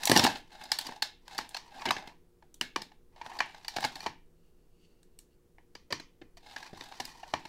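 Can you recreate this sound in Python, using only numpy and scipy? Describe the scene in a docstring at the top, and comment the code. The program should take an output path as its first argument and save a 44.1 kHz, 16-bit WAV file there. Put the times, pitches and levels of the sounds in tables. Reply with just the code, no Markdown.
"""In a quiet room, hands open a toy's plastic blister pack on a table, close to a small microphone.
The stiff shell buckles in short snaps that make the plastic sheet and its hollow ring. Between
them, plastic and card slide and crackle, and fingertips turn a small piece over. A short room echo
follows each sound, over low room noise, a faint hum and hiss."""
import sys
import numpy as np
from scipy import signal
from scipy.fft import rfft, irfft
from scipy.io import wavfile
from scipy.ndimage import uniform_filter1d

SR = 44100
rng = np.random.default_rng(int(sys.argv[2]) if len(sys.argv) > 2 else 0)


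def put_to_file(sound):
    """Save the sound as 16-bit audio at rate SR, in the file named by the first command-line argument."""
    columns = np.atleast_2d(sound).T  # one column per channel
    safe = np.clip(columns, -1, 1)
    whole_steps = np.round(safe * 32767)
    wavfile.write(sys.argv[1], SR, whole_steps.astype(np.int16))


N = 329868
TIME = np.arange(N) / SR
TOP_HZ = 15700  # the microphone cuts the treble above this
FILTERS = {}


def undb(db):
    """Turn decibels into a number to multiply a sound by."""
    return 10 ** (np.asarray(db) / 20)


def unit(x):
    """Scale a signal so that its average strength (rms) is 1."""
    return x / np.sqrt(np.mean(x ** 2) + 1e-30)


def band(x, lo_hz, hi_hz):
    """Keep the part of a sound between two frequencies."""
    if (lo_hz, hi_hz) not in FILTERS:
        FILTERS[lo_hz, hi_hz] = signal.butter(3, [lo_hz, hi_hz], "band", fs=SR, output="sos")
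    return signal.sosfilt(FILTERS[lo_hz, hi_hz], x)


def tone_curve(points, hz):
    """Join (frequency, level) points into a curve and read its gain at hz."""
    point_hz, db = np.transpose(points)
    return undb(np.interp(np.log(hz + 1), np.log(point_hz), db))


def wander(per_s):
    """A smooth random drift that heads for a new value per_s times a second."""
    hold = int(SR / per_s)
    steps = np.repeat(rng.standard_normal(N // hold + 1), hold)
    return unit(uniform_filter1d(uniform_filter1d(steps, hold), hold)[:N])


# Tone of the room noise and microphone hiss: (frequency [Hz], relative level [dB])
NOISE_TONE = [(22, 0.5), (45, -12.5), (90, -15), (135, -23), (168, -12.5), (200, -24.5), (355, -18.5),
              (480, -24), (600, -32.5), (2500, -45), (15500, -48)]
# Faint hum in the room: (frequency [Hz], level [dB])
HUM_TONES = [(166.9, -79), (236.9, -81), (355.3, -77), (473.7, -79)]
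def background(noise_db=-60.5, waver_rad=0.5):
    """Low room noise, faint hiss and a slightly wavering hum."""
    hz = np.arange(N // 2 + 1) * SR / N
    noise = irfft(rfft(rng.standard_normal(N)) * tone_curve(NOISE_TONE, hz), N)
    hum = sum(undb(db) * unit(np.sin(2 * np.pi * hum_hz * TIME + waver_rad * wander(5)))
              for hum_hz, db in HUM_TONES)
    return undb(noise_db) * unit(noise) + hum


# The room's echo: (frequency [Hz], time to fade by 60 dB [s], level against the direct sound [dB])
ECHO_BANDS = [(160, .32, -3), (713.6, 0.24, -7.5), (1440, 0.25, -8), (2790, .33, -8.5), (4800, 0.23, -7.5),
              (11000, 0.18, -7.5)]
def room_echo(sound, gap_s=0.001, build_s=0.001):
    """Reflections blur into a tail that builds after a short gap; the highest treble dies first."""
    t = np.arange(SR // 2) / SR
    centres = np.array(ECHO_BANDS)[:, 0]
    edges = [60, *np.sqrt(centres[1:] * centres[:-1]), TOP_HZ]
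    onset = 1 - np.exp(-np.maximum(t - gap_s, 0) / build_s)
    tail = 0
    for (_, fade_s, db), lo, hi in zip(ECHO_BANDS, edges, edges[1:]):
        noise = band(rng.standard_normal(len(t)), lo, hi)
        fade = np.exp(-np.log(1000) * t / fade_s)
        share = (hi - lo) / (SR / 2)  # wider bands carry more energy
        tail += undb(db) * unit(noise * onset * fade) * np.sqrt(share / len(t))
    return signal.oaconvolve(sound, tail)[:N]


# Tone of the sheet's bare crack: (frequency [Hz], relative level [dB])
SHEET_TONE = [(100, -7.5), (520, -9.5), (1000, -16), (3000, -12), (5500, -14.5), (7200, -16),
              (15500, -27.5)]
def plastic_body(pitch_ratio, resonances, size=2048):
    """How plastic rings after one tap. Bending shifts all its resonances (ringing pitches) together."""
    hz = np.arange(size // 2 + 1) * SR / size / pitch_ratio + 1
    power = tone_curve(SHEET_TONE, hz) ** 2
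    for centre, width, db in resonances:
        off_pitch = (hz - centre ** 2 / hz) / (1.013 * width)
        power += undb(db) ** 2 / (1 + off_pitch ** 2) ** 2
    # Turn this tone into a ring that starts at the tap, never before it (minimum phase).
    cepstrum = irfft(np.log(power) / 2)
    cepstrum[1:size // 2] *= 2
    cepstrum[size // 2 + 1:] = 0
    return irfft(np.exp(rfft(cepstrum)))


# Where the small plastic piece rings: (frequency [Hz], width [Hz], relative level [dB])
PIECE_RESONANCES = [(2970, 350, 0.5), (4800, 420, -4)]
# How loudly it rubs in the fingers: (time [s], level [dB])
RUSTLE_LEVELS = [(4.35, -90.5), (4.78, -86), (4.85, -73), (4.95, -86.5), (5.35, -87)]
def finger_rustle():
    """Fingertips turn a small piece over, rubbing it with an uneven grip."""
    grip = undb(3 * wander(30))
    rub = signal.fftconvolve(grip * rng.standard_normal(N), plastic_body(0.94, PIECE_RESONANCES))[:N]
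    level_db = np.interp(TIME, *np.transpose(RUSTLE_LEVELS), left=-200, right=-200)
    return unit(band(rub, 1900, 14000)) * undb(level_db)


def stroke(start, length, attack_s=0.024, release_s=0.018):
    """The pressure of one slide: the fingers take hold, slide evenly and let go."""
    fade = np.maximum((start - TIME) / attack_s, (TIME - start - length) / release_s)
    return np.exp(-np.clip(fade, 0, 20))


def crinkles(per_s=140, slip_s=0.0025, spread_db=4.5, colour_db=4.5, steady_db=-2):
    """Tiny slips make rubbing crackle. Each loudness curve yielded weights the same slips anew."""
    sizes = undb(spread_db * np.minimum(rng.exponential(size=N), 2))
    slips = sizes * (rng.random(N) < per_s / SR)
    age = np.arange(SR // 50) / SR / slip_s
    pulse = age * np.exp(-age)
    while True:
        shares = undb(colour_db * np.clip(rng.standard_normal(N), -1.5, 1.5))
        yield unit(signal.fftconvolve(slips * shares, pulse)[:N]) + undb(steady_db)


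# Borders of the pack's five bands, called thud, hollow, shell, crack and edge: (frequency [Hz])
BAND_EDGES = [85, 550, 1300, 3000, 7000, 15500]
# Where the pack rings, in slides and snaps: (frequency [Hz], width [Hz], relative level [dB])
PACK_RESONANCES = [(281, 160, -3), (692, 130, 0.5), (864, 170, 10.5), (1062, 39, -0.5), (1755, 330, -1),
                   (2260, 97, -1), (2813, 170, -5), (4155, 1300, -3), (5360, 470, -5.5)]
# A slide's tone, one row a band: (level against pressure [dB], change with scrape [dB per dB])
SLIDE_TONE = [(-11, 0), (1.5, 0), (-2.5, 0.24), (-1, 1), (-11.5, 1)]
# Each slide: (start [s], length [s], pressure [dB], scrape against pressure [dB])
SLIDES = [(0.0, .37, -45.5, 0), (.15, 0.12, -34, -4), (0.534, 0.43, -53.5, -2.5), (1.316, 0.1, -52, -0.5),
          (1.45, 0.24, -64.5, -1.5), (1.741, 0.24, -51, -6), (1.96, 0.14, -56, -9.5), (3.203, .26, -54, -6),
          (3.5, 0.15, -63, -0.5), (3.765, 0.081, -49, 1), (3.944, 0.14, -54, -0.5), (6.465, .21, -56, 0.5),
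          (6.76, 0.34, -56.5, 0), (7.155, 0.46, -60, 0)]
def sliding_plastic():
    """Plastic drags over card and fingers: pressure sets the loudness, scrape the treble."""
    strokes = [(stroke(start, length) * undb(db), scrape_db) for start, length, db, scrape_db in SLIDES]
    gains = [sum(pressure * undb(db + slope * scrape_db) for pressure, scrape_db in strokes)
             for db, slope in SLIDE_TONE]
    # The grip bends the shell, so its ring drifts between slack (lower) and stiff (higher).
    slack, stiff = (signal.fftconvolve(rng.standard_normal(N), plastic_body(ratio, PACK_RESONANCES))[:N]
                    for ratio in (0.94, 1.08))
    bend = np.pi / 4 * (1 + np.tanh(2 * wander(20)))
    rub = np.cos(bend) * slack + np.sin(bend) * stiff
    bands = zip(BAND_EDGES, BAND_EDGES[1:], gains, crinkles())
    return sum(gain * unit(band(rub * crinkle, lo, hi)) for lo, hi, gain, crinkle in bands)


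# A snap's tone, one row for each band above the thud:
# (level against the snap [dB], change with brightness [dB per dB], boost if the ring lies here [dB])
SNAP_TONE = [(-1, -0.79, 4), (-0.32, -0.51, 3.5), (-2.5, 0.2736, 3), (-17.5, 1.2163, 3)]
def snap_band_levels(level_db, bright_db, ring_hz):
    """A sharp crease favours the treble, a blunt knock the hollow; the ringing panel lifts its band."""
    bands = zip(SNAP_TONE, BAND_EDGES[1:], BAND_EDGES[2:])
    return [level_db + db + slope * bright_db + ring_db * (lo <= ring_hz < hi)
            for (db, slope, ring_db), lo, hi in bands]


def snap(length, ring_hz, band_db, ring_share=0.55, flex=0.04, rise_s=0.00079, size=2048):
    """A crease pops through and rings briefly. Returns the direct sound and what the room gets."""
    t = np.arange(size) / SR
    swell = 1 - np.exp(-(t / rise_s) ** 2)
    burst = np.exp(-(t / (length + rise_s / 2)) ** 4)
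    after_ring = undb(-21) * np.exp(-t / 0.015)
    shape = swell * (burst + after_ring)
    bends = flex * rng.standard_normal(2) * [1, 2]
    near_side, far_side = (plastic_body(np.exp(bend), PACK_RESONANCES) for bend in bends)
    chatter = signal.fftconvolve(rng.choice([-1, 1], size) * shape, near_side)[:size]
    ring = unit(shape * np.sin(2 * np.pi * ring_hz * t))
    direct = to_room = 0
    for lo, hi, db in zip(BAND_EDGES, BAND_EDGES[1:], band_db):
        share = ring_share * (lo <= ring_hz < hi)
        crack = unit(band(chatter, lo, hi))
        direct += undb(db) * unit(np.sqrt(1 - share) * crack + np.sqrt(share) * ring)
        to_room += undb(db) * unit(band(far_side, lo, hi))  # the other panels feed the room
    return np.array([direct, to_room]) * np.sqrt(0.01 * SR / size)  # levels are rms over 10 ms


# Each buckle or knock:
# (time [s], length [s], ring pitch [Hz], level [dB], brightness [dB], thud of the card [dB])
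BUCKLES = [(0.0329, 0.0052, 1750, -36, 10.5, -66), (0.0538, 0.0029, 5750, -35, 20, -58),
           (0.0722, 0.0058, 740, -26, 9, -55), (0.096, 0.0024, 820, -26, 10, -22),
           (0.1148, 0.0042, 1740, -21, 9, -19.5), (0.1607, 0.0097, 857, -19, 2.5, -21),
           (0.1741, 0.00069, 5680, -22, 9, -27.5), (0.1932, 0.0043, 5360, -24.5, 5.5, -25.5),
           (0.2376, 0.012, 237, -23, 9, -24.5), (0.2495, 0.0021, 890, -27.5, -1.5, -28.5),
           (0.2643, 0.0043, 890, -27.5, 1.5, -52), (0.637, 0.0049, 4860, -53, 13.5, -87),
           (0.717, 0.0034, 5010, -26.5, 7.5, -52), (0.7865, 0.0048, 4440, -33, 10.5, -54.5),
           (0.8115, 0.002, 4300, -46.5, 11, -78), (0.8659, 0.0074, 4750, -42, 8.5, -52),
           (0.8891, 0.0064, 950, -50.5, -9, -46), (0.9205, 0.0055, 964, -51, -5, -58.5),
           (1.0215, 0.0079, 4400, -27.5, 5.5, -53.5), (1.2791, 0.0033, 915, -49.5, 5, -76),
           (1.3792, 0.0068, 4610, -36.5, 8, -50.5), (1.3878, 0.0013, 1070, -35.5, -0.5, -44.5),
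           (1.4909, 0.0026, 9350, -57.5, 16, -75), (1.5446, 0.0059, 4270, -39, 2, -63.5),
           (1.5657, 0.0076, 4390, -39.5, 4, -78.5), (1.8181, 0.0071, 1060, -45, -2.5, -65),
           (1.8538, 0.013, 916, -31.5, 0.5, -37), (1.8694, 0.028, 363, -40.5, -10.5, -34),
           (1.8873, 0.0062, 2990, -37, 1, -39.5), (1.9063, 0.0051, 1154, -26, 1.5, -43.5),
           (1.9648, 0.0064, 1705, -42, -3, -42.5), (2.0729, 0.0066, 844, -48.5, 3.5, -49.5),
           (2.4238, 0.005, 860, -67, -7, -88), (2.5416, 0.0044, 5970, -63, 20, -79),
           (2.6108, 0.0034, 2840, -30.5, 5, -39.5), (2.7596, 0.005, 1140, -32, 0, -36.5),
           (2.8177, 0.0045, 5100, -44.5, 8.5, -54), (2.917, 0.0055, 834, -64.5, -5, -77),
           (3.16, 0.0055, 626, -63, 0.5, -74), (3.2133, 0.0069, 890, -48.5, -8, -63.5),
           (3.2621, 0.003, 865, -49.5, -3, -50.5), (3.3146, 0.017, 765, -58, -14.5, -63),
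           (3.3879, 0.0062, 4510, -40, 3, -54), (3.4035, 0.0042, 1710, -30.5, -5.5, -46.5),
           (3.5452, 0.0057, 840, -52, -0.5, -66), (3.6459, 0.0051, 4650, -49, 1, -81),
           (3.6806, 0.0044, 4600, -36.5, 7, -79.5), (3.763, 0.0086, 717, -33.5, 3, -41.5),
           (3.784, 0.0022, 770, -43.5, -9.5, -39.5), (3.806, 0.0022, 1650, -48.5, 13.5, -64),
           (3.8263, 0.0065, 840, -46.5, -10, -55), (3.8387, 0.011, 4790, -33.5, -2.5, -43.5),
           (3.8463, 0.0068, 840, -29, 3.5, -37.5), (3.9549, 0.0049, 4370, -44.5, 6.5, -54.5),
           (4.0042, 0.0038, 4430, -45, 3.5, -69), (4.0614, 0.0093, 890, -35, -2.5, -38.5),
           (5.0293, 0.003, 8470, -69, 13, -83), (5.1883, 0.0027, 8130, -58, 16.5, -78),
           (5.5825, 0.0022, 2160, -70.5, -14.5, -88), (5.751, 0.0058, 4750, -49, 0.5, -53),
           (5.9044, 0.016, 560, -45.5, -1, -47), (5.924, 0.0055, 4720, -31.5, 0.5, -36.5),
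           (5.9974, 0.0064, 4100, -47.5, 2.5, -52), (6.2142, 0.01, 326.5, -58, -8, -46),
           (6.3691, 0.014, 676, -54.5, 5.5, -79.5), (6.5618, 0.0066, 1670, -42.5, -1, -57),
           (6.6266, 0.0084, 1670, -48.5, 0.5, -76), (6.7305, 0.0079, 180, -59.5, 0, -44),
           (6.8085, 0.0037, 3690, -45.5, -2.5, -47), (6.921, 0.0047, 836, -52, -1, -63),
           (6.9996, 0.0087, 783, -36, 5, -42), (7.0517, 0.0046, 4950, -47, 14, -63),
           (7.2313, 0.0093, 750, -56.5, -16, -69), (7.3366, 0.0043, 788, -33, -3.5, -36.5),
           (7.4516, 0.0079, 880, -47, 0, -51.5)]
def buckling_shell(place_count=6):
    """The shell snaps and knocks. The pack moves, so the room answers from a few different places."""
    direct, places = np.zeros(2 * N), np.zeros((place_count, 2 * N))
    for k, (time_s, length, ring_hz, level_db, bright_db, thud_db) in enumerate(BUCKLES):
        band_db = [thud_db, *snap_band_levels(level_db, bright_db, ring_hz)]
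        near, to_room = snap(length, ring_hz, band_db)
        start = int(time_s * SR)
        direct[start:start + len(near)] += near
        places[k % place_count, start:start + len(near)] += to_room
    return direct[:N] + sum(room_echo(place[:N]) for place in places)


def scene():
    """The pack in the hands, its echo and the background, in one channel."""
    handling = sliding_plastic() + finger_rustle()
    return (buckling_shell() + handling + room_echo(handling) + background())[None]


def record(dry):
    """The microphone rounds off the highest peaks and cuts the very top of the treble."""
    treble_cut = signal.ellip(8, 0.2, 70, TOP_HZ, fs=SR, output="sos")
    return signal.sosfilt(treble_cut, np.tanh(dry))


dry = scene()
out = record(dry)
put_to_file(out)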